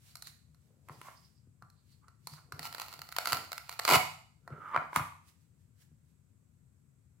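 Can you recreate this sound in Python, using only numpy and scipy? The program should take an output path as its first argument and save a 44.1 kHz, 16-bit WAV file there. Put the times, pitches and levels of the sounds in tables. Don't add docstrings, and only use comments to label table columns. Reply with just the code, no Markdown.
import sys
import numpy as np
from scipy import signal
from scipy.fft import rfft, irfft, next_fast_len
from scipy.io import wavfile

SR = 44100
rng = np.random.default_rng(int(sys.argv[2]) if len(sys.argv) > 2 else 0)


def wav_out(sig):
    wavfile.write(sys.argv[1], SR, np.round(np.clip(np.atleast_2d(sig).T, -1, 1) * 32767).astype(np.int16))


N = 317512


def from_db(db):
    return 10 ** (np.asarray(db) / 20)


def rms_one(x):
    return x / np.sqrt(np.mean(x ** 2) + 1e-20)


def swell(peak_s, rise_s, fall_s):
    t = np.arange(N) / SR - peak_s
    away = np.minimum(np.maximum(-t / rise_s, t / fall_s), 10)
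    return from_db(-20 * (away + np.maximum(away - 1, 0) ** 2))


def strokes(rows, rise):
    return sum(from_db(db) * swell(s, rise * length, (1 - rise) * length) for s, length, db, *_ in rows)


def at_hz(points, hz):
    f, value = np.transpose(points)
    return np.interp(np.log(hz + 1e-3), np.log(f), value)


def panned(pan_db):
    return rms_one(from_db([[pan_db / 2], [-pan_db / 2]]))


def band(x, low_hz, high_hz, order=3):
    return signal.sosfilt(signal.butter(order, [low_hz, high_hz], "band", fs=SR, output="sos"), x)


def resonate(x, modes):
    out = 0
    for k, (hz, width, db) in enumerate(modes):
        r = np.exp(-np.pi * width / SR)
        poles = [1, -2 * r * np.cos(2 * np.pi * hz / SR), r * r]
        ring = signal.lfilter([1, 0, -1], poles, x + 1e-18)
        out = out + (-1) ** k * from_db(db) * (1 - r * r) / 2 * ring
    return out


def moving_resonance(x, rows, half_width_hz):
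    rows = np.array(rows)
    centre_hz = np.interp(np.arange(N) / SR, rows[:, 0], rows[:, -1])
    turn = np.exp(2j * np.pi * np.cumsum(centre_hz) / SR)
    r = np.exp(-2 * np.pi * half_width_hz / SR)
    return rms_one(np.real(turn * signal.lfilter([1], [1, -2 * r, r * r], x / turn + 1e-18)))


def grains(per_s, spread_db, apart):
    sizes = from_db(spread_db * np.minimum(rng.exponential(1, N), 3))
    fires = rng.random(N) < per_s / SR
    return rms_one(sizes * fires * (rng.choice([-1, 1], N) + apart * rng.standard_normal((2, N))))


def place(sounds, times):
    out = np.zeros((2, N))
    for sound, s in zip(sounds, times):
        at = int(s * SR)
        out[:, at:at + sound.shape[-1]] += sound[:, :N - at]
    return out


# low f/Hz, high f/Hz
HIT_BANDS = [(250, 1750), (1750, 6000), (6000, 17000)]
# width/ratio, extra pan/dB
HIT_IMAGE = [(.5, 4), (1.3, 0.5), (2.4, 1)]


def hits(rows, modes, decay, crack, pan_db):
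    times, body_db, treble_db = np.transpose(rows)
    burst_s, ring_db, ring_t60 = decay
    crack_slope, crack_offset_db = crack
    crack_db = crack_slope * treble_db + crack_offset_db
    t = np.arange(SR // 16) / SR
    attack = np.minimum(t / .0005, 1)
    envelope = attack * (np.exp(-(t / burst_s) ** 4) + from_db(ring_db - 60 * t / ring_t60))
    motion = resonate(rng.standard_normal((len(times), 3, 2 * len(t))), modes)[..., len(t):] * envelope
    out = 0
    for edges, rel_db, (apart, lean_db) in zip(HIT_BANDS, (0, treble_db, crack_db), HIT_IMAGE):
        part = band(motion[:, :1] + apart * motion[:, 1:], *edges)
        part = part / np.sqrt(np.sum(part ** 2, axis=2, keepdims=True) / (.006 * SR))
        out = out + part * from_db(body_db + rel_db)[:, None, None] * panned(pan_db + lean_db)
    return place(out, times)


# f/Hz, correlation/ratio
CORRELATION = [(50, .7), (130, 1), (300, 0.033), (700, 0.69), (1500, 0), (15000, 0.038)]


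def stereo_noise(size):
    mid, side = rfft(rng.standard_normal((2, size)))
    alike = np.clip(at_hz(CORRELATION, np.arange(len(mid)) * SR / size), -1, 1)
    return np.sqrt(1 + alike) * mid + np.sqrt(1 - alike) * side * [[1], [-1]]


# f/Hz, level/dB
RUMBLE_EQ = [(15, -68.5), (25, -43.5), (53, -17.5), (70, -8), (91, -4.5), (108, -5.5), (139, -5.5),
             (195, -16), (227, -15.5), (314, -26), (1000, -45), (1300, -66), (2200, -120)]
HISS_EQ = [(590, -33), (1000, -7), (1200, -8), (1450, -6.5), (1810, -10.5), (2530, -11), (2910, -15),
           (4210, -15.5), (5700, -15), (7980, -4), (9280, -14), (13800, -15), (16000, -22.5)]


def room_tone():
    size = next_fast_len(N)
    hz = np.arange(size // 2 + 1) * SR / size
    bed = 0
    for eq, db, pan_db in (RUMBLE_EQ, -64.5, 9), (HISS_EQ, -81, -1):
        inside = (hz >= eq[0][0]) & (hz <= eq[-1][0])
        noise = irfft(stereo_noise(size) * from_db(at_hz(eq, hz)) * inside, size)[:, :N]
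        bed = bed + from_db(db) * rms_one(noise) * panned(pan_db)
    return bed


# peak t/s, length/s, level/dB
SKIN_STROKES = [(.09, 0.33, -62.5), (.28, 0.099, -54.5), (.66, 0.64, -80), (.93, 0.1, -66.5),
                (1.07, 0.3, -59.5), (1.25, 0.48, -73.5), (1.92, 0.23, -71), (2.34, 0.19, -58.5),
                (4.76, 0.67, -69), (4.972, 0.064, -41), (5.29, .11, -63), (5.42, 0.18, -76.5),
                (5.62, 0.26, -81), (5.82, 0.11, -65), (6.1, 0.29, -82)]


def skin_brush():
    hiss = band(grains(per_s=15000, spread_db=2.5, apart=4), 1308, 12950, order=1)
    return strokes(SKIN_STROKES, rise=.55) * rms_one(hiss) * panned(-3.5)


# peak t/s, length/s, level/dB, f/Hz
EDGE_DRAGS = [(0.112, 0.11, -67.5, 4400), (0.271, 0.11, -55, 4200), (.95, 0.13, -68, 4730),
              (1.175, 0.059, -64, 5000), (1.252, 0.12, -66, 5000), (1.38, .13, -77, 4930),
              (1.79, 0.19, -78, 4200), (1.93, 0.1, -69.5, 4340), (2.338, .12, -55.5, 4500)]


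def edge_rasp():
    catches = grains(per_s=4000, spread_db=3, apart=1.5)
    rasp = moving_resonance(catches, EDGE_DRAGS, half_width_hz=480)
    return strokes(EDGE_DRAGS, rise=.59) * rasp * panned(-5)


# t/s, level/dB, treble re body/dB
SHELL_TAPS = [(0.1543, -55.5, 9), (0.1688, -65, 10), (0.2225, -56.5, 11.5), (0.2702, -54, 5.5),
              (0.5453, -72, 1.5), (1.6225, -51, -13), (1.7003, -72.5, 7.5), (2.0818, -57, -6.5),
              (2.2709, -45.5, 4), (2.3353, -54.5, -3), (2.3876, -61, -8), (2.5218, -40.5, -7),
              (4.4765, -44.5, -15)]
# f/Hz, width/Hz, level/dB
WALL_MODES = [(490, 110, -17.5), (730, 100, -10), (940, 120, -7), (1260, 160, -3), (1390, 100, 0),
              (1870, 570, -14), (2750, 320, -15.5), (4190, 150, 1.5), (5440, 2200, -12),
              (9200, 3600, -12.5), (12700, 3000, -13.5)]


def shell_taps():
    return hits(SHELL_TAPS, WALL_MODES, decay=(.003, -5, .05), crack=(1.13, -2.4), pan_db=-4.5)


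# t/s, level/dB
TABLE_PUSHES = [(0.894, -58), (1.631, -61), (2.31, -55), (2.523, -51), (2.592, -55.5), (3.318, -48),
                (3.915, -39.5), (3.955, -37), (4.503, -46), (4.764, -49), (4.963, -43), (4.995, -43.5),
                (5.914, -61.5)]
# f/Hz, width/Hz, level/dB
TABLE_MODES = [(72, 14, -16), (96, 14, -9), (129, 7, 0), (156, 6, 1), (235, 50, -21), (330, 90, -29)]


def table_booms(push_t60=.036, nudge_count=10, nudge_until_s=3.2, nudge_db=-63):
    nudges = [(nudge_until_s * (k + rng.random()) / nudge_count, nudge_db) for k in range(nudge_count)]
    times, db = np.transpose(list(TABLE_PUSHES) + nudges)
    t = np.arange(SR // 2) / SR
    force = rng.standard_normal((len(times), 1, len(t))) * from_db(-60 * t / push_t60)
    booms = resonate(force, TABLE_MODES)
    onset_rms = np.sqrt(np.mean(booms[..., :SR // 20] ** 2, axis=(1, 2)))
    return place(booms * (from_db(db) / onset_rms)[:, None, None], times) * panned(2)


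# peak t/s, length/s, level/dB
FRUIT_SHIFTS = [(.7, 0.32, -73), (.91, 0.23, -63.5), (2.58, 0.43, -62), (2.95, .4, -68.5),
                (3.33, 0.26, -53), (4.53, 0.26, -55), (4.77, .15, -49)]


def fruit_scuff():
    scuff = band(grains(per_s=1100, spread_db=5, apart=.32), 182.9, 570, order=2)
    return strokes(FRUIT_SHIFTS, rise=.3) * rms_one(scuff)


# t/s, level/dB, treble re body/dB
BOARD_KNOCKS = [(0.8857, -52, -3.5), (0.8949, -45, -12), (1.0138, -48.5, -3.5), (1.0848, -47, -15),
                (4.7448, -32, -16.5), (4.7615, -22, -15.5), (4.7742, -30.5, -13.5), (4.9298, -38.5, -13.5),
                (4.96, -22.5, -4.5), (4.9744, -37, -6), (4.9946, -31, -12.5)]
# f/Hz, width/Hz, level/dB
BOARD_MODES = [(329.3, 120, -14), (535, 81, -16.5), (650, 140, -8.5), (825, 180, -7.5), (1065, 150, 1),
               (1196.5, 120, 0.5), (1410, 140, -6.5), (2240, 310, -10), (2790, 410, -15.5),
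               (4100, 1500, -24), (8600, 5700, -29), (12430, 4400, -29)]


def board_knocks():
    return hits(BOARD_KNOCKS, BOARD_MODES, decay=(.004, -12, .035), crack=(2.23, 0), pan_db=-3)


# peak t/s, length/s, level/dB, board scrape re level/dB,
# hollow resonance f/Hz
SLIDES = [(0.913, 0.06, -60, 5, 1270), (1.08, 0.15, -55.5, 4, 1165), (1.635, 0.032, -56.5, -15, 1200),
          (2.043, 0.039, -59.5, -9, 1186), (2.086, .06, -67, -5, 1280), (2.385, .07, -65.5, 5, 1400),
          (4.53, 0.091, -59, -1.5, 1350), (4.693, 0.27, -41, -11, 1211), (4.753, 0.053, -28.5, -9, 1171),
          (4.968, .045, -30.5, -2, 1255), (5.004, 0.045, -39.5, -0.5, 1060), (5.826, .13, -80.5, -12, 1700)]


def plastic_slide(rise=.54):
    slips = grains(per_s=1100, spread_db=-.5, apart=.5)
    hollow = moving_resonance(slips, SLIDES, half_width_hz=117)
    board = rms_one(band(resonate(slips, BOARD_MODES), 400, 2700, order=2))
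    scrapes = [(s, length, db + board_db) for s, length, db, board_db, _ in SLIDES]
    return (strokes(SLIDES, rise) * hollow + strokes(scrapes, rise) * board) * panned(-3.5)


STRAIN_START_S, RIP_START_S, RIP_END_S = 2.52, 3.8775, 3.956
# peak t/s, level/dB
KNIFE_PUSHES = [(2.654, -40.5), (2.812, -41.5), (2.931, -51.5), (3.2, -48), (3.29, -36.5), (3.34, -37.5),
                (3.719, -52), (3.87, -38)]
# f/Hz, width/Hz, level/dB
CLOSED_MODES = [(680, 81, -1.5), (920, 290, -3), (1253, 140, 2), (1397.5, 63, 7), (1880, 57, -1.5),
                (2150, 380, -4.5), (2817, 440, -6), (4375, 450, -0.5), (7560, 950, -12), (9300, 1200, -11),
                (12100, 3000, -11), (14550, 1800, -9.5)]


def patch_strain(steady_db=-64.5, push_s=.087, bunches_per_s=100, bunch_s=.001):
    t = np.arange(N) / SR
    pushes = strokes([(s, push_s, db) for s, db in KNIFE_PUSHES], rise=.52)
    strain = (from_db(steady_db) + pushes) * (t > STRAIN_START_S) * (t < RIP_START_S)
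    crackle = rms_one(resonate(grains(per_s=2500, spread_db=-2, apart=1.2), CLOSED_MODES))
    starts = rng.random(N) < bunches_per_s / SR
    bunches = signal.lfilter([1], [1, -np.exp(-2 / (bunch_s * SR))], starts + 1e-18)
    return strain * crackle * rms_one(np.sqrt(.1 + bunches)) * panned(-2.5)


HOOK_DECAY, HOOK_CRACK = (.003, -5, .03), (1.2, -4)
# t/s, level/dB
HOOK_SNAPS = [(2.5926, -43.5), (2.6287, -49), (2.6528, -44), (2.747, -43.5), (2.7817, -49.5),
              (2.7978, -42.5), (2.8161, -43), (2.8825, -53), (2.9273, -54), (2.9379, -50.5),
              (3.0169, -45.5), (3.089, -52.5), (3.1235, -47), (3.164, -37), (3.1844, -30), (3.256, -35),
              (3.2718, -33), (3.3215, -32), (3.3295, -27.5), (3.3696, -42), (3.5178, -42), (3.5292, -41.5),
              (3.5791, -43), (3.693, -42.5), (3.7257, -50.5), (3.7915, -39.5), (3.7952, -35), (3.8503, -30)]


def hook_snaps(faint_count=14, faint_db=-57, usual_db=-40.5, treble_db=2, dulling=.12):
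    faint = [(rng.uniform(STRAIN_START_S, RIP_START_S), rng.normal(faint_db, 3))
             for _ in range(faint_count)]
    snaps = [(s, db, treble_db - dulling * (db - usual_db)) for s, db in list(HOOK_SNAPS) + faint]
    return hits(snaps, CLOSED_MODES, HOOK_DECAY, HOOK_CRACK, pan_db=-4)


# f/Hz, width/Hz, level/dB
OPENING_MODES = [(300, 140, -11.5), (472, 110, -11.5), (654, 96, -2), (847, 190, -1.5), (959, 99, 3),
                 (1290, 250, 0), (1430, 180, -1), (2150, 330, -5.5), (2510, 340, -7), (2880, 110, -5.5),
                 (4550, 640, -10.5), (6900, 1300, -17), (12600, 4500, -18.5)]


def patch_rip(row_count=8, row_db=-26, treble_db=-2, jitter_s=.001, crackle_db=-19):
    times = np.linspace(RIP_START_S, RIP_END_S, row_count) + jitter_s * rng.standard_normal(row_count)
    rows = [(s, row_db, treble_db) for s in times]
    tears = hits(rows, OPENING_MODES, HOOK_DECAY, HOOK_CRACK, pan_db=-3.5)
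    pull = swell(RIP_END_S, rise_s=.16, fall_s=.026) * (np.arange(N) / SR > RIP_START_S)
    crackle = rms_one(resonate(grains(per_s=9200, spread_db=2.5, apart=1), OPENING_MODES))
    return tears + from_db(crackle_db) * pull * crackle * panned(-2)


# f/Hz, T60/s
REVERB_DECAY = [(150, 0.39), (400, 0.29), (800, 0.46), (1500, 0.43), (4000, 0.5), (8000, 0.49),
                (15000, 0.35)]
# f/Hz, level re direct/dB
REVERB_EQ = [(150, -6.5), (380, -9), (600, -7), (850, -4), (1300, -8.5), (2300, -5.5), (4500, -9),
             (8000, -7.5), (15000, -9)]
# f/Hz, width/Hz, level/dB
RINGING_MODES = [(472, 7, -2), (637, 6, 2), (707, 7, 0), (813, 6, 3), (1008, 7, -2), (1172, 6, 0),
                 (1345, 5.5, -2), (1443, 6, -2), (2166, 6, 2), (2418, 6, 3), (2921, 7, 1)]


def room(x, predelay_s=.006, build_s=.006):
    size = SR * 3 // 4
    t, hz = np.arange(size) / SR, np.arange(size // 2 + 1) * SR / size
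    onset = 1 - np.exp(-np.maximum(t - predelay_s, 0) / build_s)
    noise, response = stereo_noise(size), 0
    edges = np.geomspace(90, 18000, 17)
    for low, high in zip(edges, edges[1:]):
        centre_hz = np.sqrt(low * high)
        decay = from_db(-60 * t / at_hz(REVERB_DECAY, centre_hz))
        tail = irfft(noise * ((hz >= low) & (hz < high)), size) * onset * decay
        unity_tail = rms_one(tail) * np.sqrt(2 * (high - low) / SR / size)
        response = response + unity_tail * from_db(at_hz(REVERB_EQ, centre_hz))
    return signal.fftconvolve(x, response, axes=1)[:, :N] + resonate(x, RINGING_MODES)


def scene():
    patch = patch_strain() + hook_snaps() + patch_rip()
    impacts = shell_taps() + table_booms() + board_knocks()
    friction = skin_brush() + edge_rasp() + fruit_scuff() + plastic_slide()
    left, right = patch + impacts + friction
    toys = np.stack([np.roll(left, 1), right])
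    return toys + room(toys) + room_tone()


def record(dry):
    return signal.sosfilt(signal.ellip(10, .1, 80, 16000, fs=SR, output="sos"), dry)


dry = scene()
out = record(dry)
wav_out(out)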